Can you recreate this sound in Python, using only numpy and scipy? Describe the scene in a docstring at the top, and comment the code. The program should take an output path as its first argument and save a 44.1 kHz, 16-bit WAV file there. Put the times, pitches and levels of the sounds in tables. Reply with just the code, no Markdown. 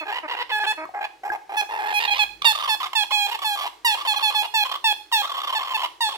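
"""A young parrot begs in a furnished room, near a microphone with a left and a right port.
Its voice box (the syrinx) either holds a clear falling squeal or catches and stalls in bouts of
short, rough sputters. Now and then it honks low as it breathes in, and it keeps turning its head.
A cup is set down, and a low hum swells once over quiet room noise."""
import sys
import numpy as np
from scipy import signal
from scipy.fft import rfft, irfft, next_fast_len
from scipy.io import wavfile
from scipy.ndimage import uniform_filter1d, map_coordinates

SR = 44100
rng = np.random.default_rng(int(sys.argv[2]) if len(sys.argv) > 2 else 0)


def log_audio(samples):
    """Write samples as a 16-bit WAV file to the path given in sys.argv[1]."""
    # one column per channel
    frames = np.atleast_2d(samples).T
    # limit to full scale, then quantise
    limited = np.clip(frames, -1, 1)
    pcm = np.round(limited * 32767).astype(np.int16)
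    wavfile.write(sys.argv[1], SR, pcm)


N = 272097

# Held notes. The four levels are for harmonic 1 (the base), 2 (the octave), 3-5 (the beak) and the rest:
# start_s, length_s, first_hz, last_hz, base_db, octave_db, beak_db, treble_db, beak_fade_db, beak_hz
SQUEALS = [ (0.516, 0.077, 859, 847.6, -27.5, -24.5, -28, -44.5, 9, 2720),
           (0.6, 0.037, 832, 854, -26.5, -24, -30.5, -46.5, 12, 2660),
           (0.666, 0.057, 858, 861, -26, -26.5, -25, -39.5, 4, 2830),
           (1.568, 0.046, 873, 834, -25, -27.5, -24, -35.5, -2, 2600),
           (1.938, 0.055, 841.5, 827.4, -27.5, -35, -23, -37.5, -4.5, 2520),
           (2.077, .02, 834, 823, -27.5, -33, -21, -46, 6, 2670),
           (2.105, 0.033, 831, 822, -26.5, -36, -20.5, -40.5, 1, 2660),
           (2.191, 0.049, 871, 821, -26, -29.5, -18.5, -36.5, 6, 2730),
           (2.452, .071, 945.4, 854.7, -23.5, -26, -18.5, -30, 17, 3470),
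           (2.689, 0.061, 901, 851, -26, -28.5, -24, -33.5, 6, 3201),
           (2.953, 0.083, 911, 822, -27.5, -32, -22, -35.5, 4.5, 3270),
           (3.118, .15, 849.2, 815.4, -29, -41.5, -23, -37.5, 7.5, 3150),
           (3.445, 0.11, 883.6, 811, -28, -35.5, -27.5, -36.5, 9, 3100),
           (3.848, 0.099, 978.4, 823, -25, -29, -22, -32, 7, 3100),
           (4.073, 0.061, 897, 828.7, -26.5, -33, -22, -35.5, 4, 3230),
           (4.16, 0.024, 848, 830, -28.5, -33.5, -22, -36, 3, 3250),
           (4.226, .077, 890, 832.6, -26, -34, -21, -36, 3.5, 3248),
           (4.348, .076, 865, 832, -26.5, -34.5, -22, -35, 4.5, 3300),
           (4.54, 0.098, 910, 826, -25.5, -31.5, -21.5, -35.5, 0.5, 3122),
           (4.842, 0.085, 916, 832, -24.5, -30, -20, -34.5, 4.5, 3100),
           (5.124, 0.095, 948, 814.6, -25, -32, -22, -33.5, 8.5, 3280),
           (5.552, .032, 905.3, 862, -26.5, -27.5, -25, -38.5, 5, 3399),
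           (5.744, 0.024, 910.4, 862, -26.5, -31, -22, -37.5, 10, 2820),
           (6.007, 0.085, 955.6, 841, -25.5, -32.5, -25, -37, 7, 3564)]
# Runs of brief catches of the voice box: start_s, end_s, pitch_hz, level_db
BOUTS = [(0.057, 0.124, 811, -31), (0.126, 0.19, 945, -30.5), (.281, 0.351, 958, -29.5),
         (.368, 0.428, 1014, -30.5), (0.494, .496, 995, -36), (0.501, .512, 915, -31),
         (0.641, 0.656, 877, -32), (.728, 0.732, 930, -35), (0.94, 0.951, 742, -34),
         (0.946, 0.995, 842, -29.5), (1.01, 1.034, 818, -27), (1.042, 1.055, 843.4, -27),
         (1.235, 1.297, 803, -28), (1.319, 1.362, 857.4, -26.5), (1.494, 1.56, 822, -28),
         (1.623, 1.636, 793, -28), (1.692, 1.81, 883, -27), (1.812, 1.931, 836, -26.5),
         (2.001, 2.058, 836.5, -28), (2.143, 2.186, 1050, -32.5), (2.42, 2.423, 1217, -26),
         (2.445, 2.452, 1100, -22.5), (2.529, 2.532, 1219, -28.5), (2.551, 2.561, 1092, -25),
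         (2.577, 2.616, 1143, -28.5), (2.625, 2.664, 1095, -25.5), (2.677, 2.688, 1052, -25.5),
         (3.041, 3.047, 892, -34), (2.802, 2.823, 1043, -28.5), (2.83, 2.849, 1151, -27.5),
         (2.858, 2.871, 1093, -27), (2.932, 2.936, 1149, -24.5), (3.108, 3.119, 1050, -26),
         (3.272, 3.275, 915, -30), (3.283, 3.301, 832.5, -29.5), (3.313, 3.333, 952, -30),
         (3.345, 3.359, 870, -28), (3.39, 3.395, 1110, -30.5), (3.419, 3.439, 1081, -29),
         (3.56, 3.638, 1095, -30), (3.64, 3.678, 891.6, -29), (3.95, 3.958, 964, -29.5),
         (3.974, 4.024, 1125, -32), (4.051, 4.066, 1050, -27), (4.139, 4.151, 1050, -27.5),
         (4.192, 4.221, 1112, -30.5), (4.306, 4.347, 1120, -31), (4.43, 4.461, 994, -28.5),
         (4.651, 4.67, 1009, -28.5), (4.694, 4.7, 1083, -29.5), (4.715, 4.727, 1093, -26.5),
         (4.74, 4.762, 1077, -27), (5.117, 5.12, 1096, -30.5), (5.223, 5.257, 1082, -29.5),
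         (5.275, 5.281, 1225, -37), (5.294, 5.307, 1127, -29.5), (5.318, 5.325, 1090, -29),
         (5.341, 5.367, 1117, -29.5), (5.375, 5.42, 1126, -31), (5.434, 5.452, 1065, -28.5),
         (5.472, 5.508, 1086, -27), (5.526, 5.549, 1080, -27), (5.592, 5.636, 1090, -27.5),
         (5.648, 5.738, 1093, -29), (5.773, 5.862, 1025, -26.5), (6.091, 6.131, 1124, -33.5),
         (6.139, 6.163, 896, -36)]
# The sputters' tone as neck and beak move; levels are relative to the base tone:
# time_s, octave_db, beak_db, treble_db, half_pitch_db, roughness, beak_hz, beak_width_hz
RASP = [(0, -2, -12, -28, -7, 0.1, 2500, 494), (.15, -2, -0.5, -22, -17.5, 0.65, 2740, 536),
        (.4, -2.5, -1.5, -25.5, -12, 0.7, 2700, 600), (.65, 4.5, 2, -17.5, -8, 0.62, 2700, 900),
        (.97, -13, -26, -36, -22.5, 0.31, 2477, 500), (1.05, -4.5, -1.5, -23.5, -28, 0.42, 2550, 696),
        (1.25, -13.5, -19.5, -26.5, -21.5, 0.3, 2520, 600), (1.55, -16, -13.5, -27, -18, 0.31, 2550, 700),
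        (1.85, -5, -13, -24, -19.5, 0.35, 2360, 1050), (2.03, -1, 1, -15, -17.5, 0.57, 3000, 1550),
        (2.42, -9, -0.5, -19.5, -21, 0.66, 3200, 1260), (2.6, -26, -4.5, -21, -24.5, .55, 2996, 680),
        (2.9, -16, -6.5, -19.5, -31, 0.57, 2991, 700), (3.3, -10.5, -3, -14, -22.5, 0.45, 3055, 774),
        (4.0, -21, -4, -19.5, -24, 0.71, 2960, 846), (5.3, -38, -1.5, -19, -21.5, 0.6, 3150, 443),
        (5.7, -15, -3.5, -20, -33, .55, 2900, 596), (6.17, -23, 0.5, -16, -17, .45, 3255, 800)]
# Breath noise below the beak's resonance: frequency_hz, gain_db
WHEEZE = [(200, -24), (400, -21), (700, -1), (1100, 1.5), (1500, -8), (2200, -1.5)]
# How the throat shapes the treble: frequency_hz, gain_db
THROAT = [(5000, -4), (6000, -2.5), (7500, -8), (9500, -7), (11500, -9), (13500, -8.5), (15700, -14),
          (16400, -41)]
# Low notes on the in-breath: start_s, length_s, first_hz, last_hz, level_db
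HONKS = [(.005, 0.04, 329, 300, -32), (0.227, 0.043, 331, 293.5, -31.5), (0.772, 0.08, 317, 316.5, -31.5)]
# The harmonics of a honk: pitch_multiple, gain_db
HONK_HARMONICS = [(1, -5), (2, 0), (3, 1), (4, -0.5), (5, -6), (6, -6.5), (7, -6.5), (8, -8.5)]
# The cup meeting the table: start_s, level_db, ring_hz, ring_decay_s, thump_gain_db
KNOCKS = [(0.854, -17.5, 1120, 0.014, -50), (0.891, -24.5, 757, 0.028, -41),
          (1.301, -11.5, 1640, 0.03, -42)]
# How the head moves: time_s, turn_amount, left_delay_ms
HEAD_TURNS = [(0, -1.5, .16), (.7, -1.5, .13), (1.3, -1.5, .16), (2.0, -2.5, .25), (2.5, -2.5, 0.23),
              (3.0, -2.5, .12), (3.7, -1.5, 0.18), (4.2, -2, 0.18), (5.0, -1.5, .12), (5.5, -1.5, .16),
              (6.17, -1.5, .12)]
# Left level minus right level for a turn_amount of 1: frequency_hz, difference_db
HEAD_SHADOW = [(700, -0.18), (1300, -0.37), (2400, 4.5), (4400, 3.5), (8000, 1.7), (15000, 2.45)]
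# Echoes from nearby surfaces: left_delay_ms, left_gain_db, right_gain_db
ECHOES = [(1.3, -44, -17), (3.1, -26.5, -34.5), (5.7, -8, -4), (9.2, -1.5, -7), (14.5, 0.5, -42)]
# How long the room takes to fade by 60 dB: frequency_hz, decay_s
ROOM_DECAY = [(400, 0.46), (1000, 0.4), (3000, 0.33), (6000, 0.55), (14000, 0.39)]
# Low noise that swells with the hum: frequency_hz, gain_db
RUMBLE = [(40, -2), (100, 0), (170, 6), (260, -24), (500, -36)]
# Steady room noise: frequency_hz, gain_db
ROOM_NOISE = [(25, -39), (100, -10), (200, -24), (330, 5), (700, -9.5), (2000, -7), (6000, -16),
              (16000, -30.5)]

GLIDE_POWER = 1.6  # a squeal's pitch moves fast at first, then levels off
EFFORT_DB_PER_100_HZ = (5, 11, 8)  # base, octave and treble get louder with pitch
BLOOM_S, BLOOM_DB = 0.0063, 11  # overtones come in just after the base tone
CATCH_S, STALL_S, SPACING_SPREAD = .0145, .0075, .5  # average spacing, pause between, unevenness
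STRAY_HZ, SCATTER_DB = 75, .9  # random spread of catch pitch (times roughness) and level
WEAK_START_DB = -3.5  # a long bout starts with a weaker catch
WINDPIPE_HZ, WINDPIPE_DB = 1062.5, 5  # lowest resonance, height of the peaks
HUM_HZ, HUM_DB = 49.4, -78
SWELL_S, SWELL_WIDTH_S, SWELL_DB = 2.27, 0.32, 16
TOP_HZ = 16400


def bird():
    """The whole voice, with the deep bass filtered out."""
    return filtered(squeals() + sputters() + honks(), lambda f: f ** 4 / (f ** 4 + 213.0 ** 4))


def syrinx(t, hz, levels_db, jitter, beak_hz, width_hz, half_db=-80):
    """One membrane vibrates. When every other cycle differs, a tone at half the pitch joins in."""
    k = np.arange(1, 20)[:, None]  # harmonic numbers
    cycles = np.cumsum(hz * (1 + jitter * wobble(len(hz), 300))) / SR + rng.random()
    gain = np.where(k < 6, beak(k * hz, beak_hz, width_hz), throat(k * hz) * (k * hz < TOP_HZ))
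    # Each overtone wavers a little in loudness.
    offset_db = rng.normal(0, .8, k.shape)
    sway_db = np.sin(rng.uniform(0, 7, k.shape) + rng.uniform(40, 120, k.shape) * t)
    gain = gain * amp((offset_db + sway_db) * np.minimum(.4 * (k - 1), 4))
    tones = np.sqrt(2) * gain * np.cos(2 * np.pi * k * cycles + 0.66 * k * k)
    groups = [slice(0, 1), slice(1, 2), slice(2, 5), slice(5, None)]  # base, octave, beak, treble
    note = sum(amp(db) * tones[g].sum(axis=0) / np.sqrt((gain[g] ** 2).sum(axis=0))
               for g, db in zip(groups, levels_db))
    return note * (1 + 2 * amp(half_db) * np.cos(np.pi * cycles))


def squeals():
    """Steady, breathy notes. As effort slackens, pitch, loudness and brightness fall together."""
    out = np.zeros(N)
    breath = unit(filtered(rng.standard_normal(N), lambda f: throat(f) * f ** 4 / (f ** 4 + 4500.0 ** 4)))
    _, t = span(0, 0.1)  # one squeal is already dying away at the start
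    dying = syrinx(t, np.full_like(t, 858), (-50, -51, -28.5, -51), 0.01, *RASP[0][-2:])
    out[:len(t)] = amp(-384 * t) * dying
    for start, length, first_hz, last_hz, base_db, octave_db, beak_db, treble_db, fade_db, beak_hz \
            in SQUEALS:
        first, t = span(start - .002, start + length + 0.0018)
        remaining = np.clip(1 - (t - start) / length, 0, 1)
        hz = last_hz + (first_hz - last_hz) * remaining ** GLIDE_POWER
        base_lift, octave_lift, treble_lift = np.outer(EFFORT_DB_PER_100_HZ, hz - hz.mean()) / 100
        late_db = BLOOM_DB * np.exp(-(t - t[0]) / BLOOM_S)
        beak_db = beak_db + fade_db * (remaining - .5) - late_db
        treble_db = treble_db + treble_lift - late_db
        levels_db = [base_db + base_lift, octave_db + octave_lift - late_db, beak_db, treble_db]
        half_db = curves(RASP, t)[3] - 15
        jitter = .0012 + .06 * amp(half_db)
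        note = syrinx(t, hz, levels_db, jitter, beak_hz, width_hz=1050, half_db=half_db)
        note += amp(treble_db - 12) * breath[first:first + len(t)]
        flutter = amp(20 * amp(half_db) * wobble(len(t), 137))
        out[first:first + len(t)] += edges(t, 0.0036, 0.0012) * flutter * note
    return out


def catches():
    """The voice box catches and stalls unevenly through a bout. Gives start_s, end_s, pitch_hz, level_db."""
    rows = []
    for start, end, hz, db in BOUTS:
        count = max(round((end - start) / CATCH_S), 1)
        spacing, stray, strength = rng.standard_normal((3, 40))[:, :count]
        marks = np.cumsum([0, *np.exp(SPACING_SPREAD * spacing)])
        marks = start + (end - start + STALL_S) * marks / marks[-1]
        rough = curves(RASP, marks[:-1])[4]
        levels_db = db + SCATTER_DB * strength
        if count > 3:
            levels_db[0] += WEAK_START_DB
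        rows += zip(marks[:-1], marks[1:] - STALL_S, hz + STRAY_HZ * rough * stray, levels_db)
    return rows


def sputters():
    """Each catch is a rough scrap of tone that swells and dies within a few cycles."""
    tone, opening = np.zeros(N), np.zeros(N)
    for start, end, hz, db in catches():
        first, t = span(start - .0015, max(end, start + .003) + .0035)
        octave_db, beak_db, treble_db, half_db, rough, beak_hz, width_hz = curves(RASP, t)
        rough = np.clip(rough, 0, .6)
        shape = amp(db) * edges(t, 0.0022, 0.0039)
        levels_db = [0, octave_db, beak_db - 3 * rough, treble_db - 4 * rough]
        jitter = .1 * rough ** 1.5
        note = syrinx(t, np.full_like(t, hz), levels_db, jitter, beak_hz, width_hz, half_db)
        flutter = amp(2.5 * rough * wobble(len(t), 350))
        tone[first:first + len(t)] += shape * flutter * note
        opening[first:first + len(t)] += shape
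    return tone + leaking_air(opening)


def leaking_air(opening):
    """Swirling air hisses through the voice box during each catch and just after it."""
    _, beak_db, treble_db, _, rough, *_ = curves(RASP, np.arange(N) / SR)
    noise = rng.standard_normal((3, N))
    low = amp(-4) * unit(filtered(noise[0], lambda f: amp(along(WHEEZE, f)) * (f < 2200)))
    hz, times, spectrum = signal.stft(noise[1], SR, nperseg=256)
    beak_gain = beak(hz[:, None], *curves(RASP, times)[-2:]) * (abs(hz[:, None] - 3600) < 1400)
    middle = amp(beak_db - 1) * unit(signal.istft(spectrum * beak_gain, SR, nperseg=256)[1][:N])
    high = amp(treble_db + 3.5) * unit(filtered(noise[2], lambda f: throat(f) * (f > 4800)))
    lingering = signal.lfilter([1 / 500], [1, 1 / 500 - 1], opening)  # trails by about 11 ms
    wheeze = (.68 * opening + .33 * lingering) * (low + middle)
    hiss = (.8 * opening + .15 * lingering) * high
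    return np.sqrt(np.clip(rough, 0, .6)) * (wheeze + hiss)


def honks():
    """A slacker, lower vibration as air is drawn back in."""
    out = np.zeros(N)
    k, gain_db = np.transpose(HONK_HARMONICS)[..., None]
    for start, length, first_hz, last_hz, db in HONKS:
        first, t = span(start, start + length)
        hz = np.linspace(first_hz, last_hz, len(t))
        cycles = np.cumsum(hz * (1 + 0.026 * wobble(len(t), 257))) / SR
        tones = amp(gain_db) * np.cos(2 * np.pi * k * cycles + 2.1 - 0.373 * k ** 2)
        out[first:first + len(t)] += edges(t, 0.012, 0.0085) * amp(db) * unit(tones.sum(axis=0))
    return out


def beak(hz, centre_hz, width_hz):
    """The beak resonates: it favours frequencies near centre_hz."""
    return 1 / (1 + (2 * (hz - centre_hz) / np.maximum(width_hz, 200)) ** 2) ** .55


def throat(hz):
    """Treble gain. The windpipe, a tube closed at one end, favours odd multiples of WINDPIPE_HZ."""
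    return amp(along(THROAT, hz) - WINDPIPE_DB * np.cos(np.pi * hz / WINDPIPE_HZ))


def cup():
    """Each knock is a short dull ring, a puff of noise and a low thump of the table."""
    out, t = np.zeros(N), np.arange(SR // 5) / SR
    for start, db, hz, decay_s, thump_db in KNOCKS:
        ring = np.sin(2 * np.pi * hz * t) * amp(-60 * t / decay_s)
        ring += 0.093 * np.sin(2 * np.pi * 360 * t) * amp(-60 * t / 0.056)
        noise = np.diff(uniform_filter1d(rng.standard_normal(len(t) + 1), size=12))
        puff = 1.08 * noise * amp(-60 * t / 0.0058)
        thump = amp(thump_db - 60 * t / 0.19) * np.sin(2 * np.pi * 105 * t)
        attack = 1 - np.exp(-t / 0.001)
        out[round(start * SR):][:len(t)] += amp(db) * attack * (ring + puff + thump)
    return out


def microphone_ports(x):
    """The left port hears later and duller, by an amount that changes as the head turns."""
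    hz, times, spectrum = signal.stft(x, SR, nperseg=256)
    turn, delay_ms = curves(HEAD_TURNS, times)
    left = amp(along(HEAD_SHADOW, hz)[:, None] * turn / 2)  # each port takes half the difference
    left = left * np.exp(-1j * np.pi * hz[:, None] * delay_ms / 1000)
    return signal.istft(np.array([spectrum * left, spectrum / left]), SR, nperseg=256)[1][:, :N]


def room(x):
    """Nearby surfaces echo first, then comes a tail in which each frequency dies at its own speed."""
    early = np.zeros((2, SR // 20))
    for ms, left_db, right_db in ECHOES:
        early[0, round(ms * SR / 1000)] = amp(left_db)
        early[1, round(ms * 1.07 * SR / 1000)] = amp(right_db)
    hz, t, spectrum = signal.stft(rng.standard_normal((2, SR // 2)), SR, nperseg=256)
    tail = signal.istft(spectrum * amp(-60 * t / along(ROOM_DECAY, hz)[:, None]), SR, nperseg=256)[1]
    response = np.pad(amp(-11.0) * tail / np.linalg.norm(tail[0]), [(0, 0), (500, 0)])
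    response[:, :early.shape[1]] += amp(-11.5) * early
    return signal.fftconvolve(x, response, axes=1)[:, :N]


def hum():
    """A low tone and a rumble swell once and fade, the same in both ports."""
    t = np.arange(N) / SR
    level_db = HUM_DB + SWELL_DB * np.exp(-.5 * ((t - SWELL_S) / SWELL_WIDTH_S) ** 2)
    tone = np.sqrt(2) * amp(level_db + 1.5 * wobble(N, 6.3)) * np.sin(2 * np.pi * HUM_HZ * t)
    rumble = unit(filtered(rng.standard_normal(N), lambda f: amp(along(RUMBLE, f))))
    return tone + amp(level_db - 2.5) * rumble


def room_noise():
    """A quiet, steady rush whose bass is nearly alike in both ports."""
    def gains(f):
        return amp(along(ROOM_NOISE, f)) * [np.ones_like(f), .5 * f / (f + 150)]
    shared, side = filtered(rng.standard_normal((2, N)), gains)
    return amp(-59.0) * (shared + np.outer([1, -1], side)) / np.std(shared)


def amp(db):
    """Turn decibels into a multiplier."""
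    return 10 ** (np.asarray(db) / 20)


def unit(x):
    """Scale x to an average power of 1."""
    return x / np.sqrt(np.mean(x ** 2) + 1e-20)


def along(points, hz):
    """Read a table at hz, on a log frequency scale."""
    frequencies, values = np.transpose(points)
    return np.interp(np.log(hz + 1), np.log(frequencies + 1), values)


def curves(rows, t):
    """Read each column after time_s at the times t."""
    times, *columns = np.transpose(rows)
    return [np.interp(t, times, column) for column in columns]


def span(start, end):
    """The first sample of a stretch, and all its times."""
    first = max(round(start * SR), 0)
    return first, np.arange(first, min(round(end * SR), N)) / SR


def edges(t, rise_s, fall_s):
    """Fade a note in and out."""
    ramp = np.minimum((t - t[0]) / rise_s, (t[-1] - t) / fall_s)
    return np.sin(np.pi / 2 * np.clip(ramp, 0, 1)) ** 2


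def wobble(size, rate):
    """A smooth curve through `rate` random points a second."""
    points = rng.standard_normal(int(size * rate / SR) + 4)
    return map_coordinates(points, [np.arange(size) * rate / SR])


def filtered(x, gain):
    """Multiply each frequency in x by gain(hz)."""
    size = next_fast_len(N + 8192)
    return irfft(rfft(x, size) * gain(np.fft.rfftfreq(size, 1 / SR)), size)[..., :N]


def scene():
    """The bird and the cup, their echoes and the background."""
    direct = microphone_ports(bird() + cup())
    return direct + room(direct) + hum() + room_noise()


def record(dry):
    """Round off the loudest peaks and cut everything above TOP_HZ."""
    rounded = dry / (1 + abs(dry / .93) ** 8) ** (1 / 8)
    return filtered(rounded, lambda hz: hz < TOP_HZ)


dry = scene()
out = record(dry)
log_audio(out)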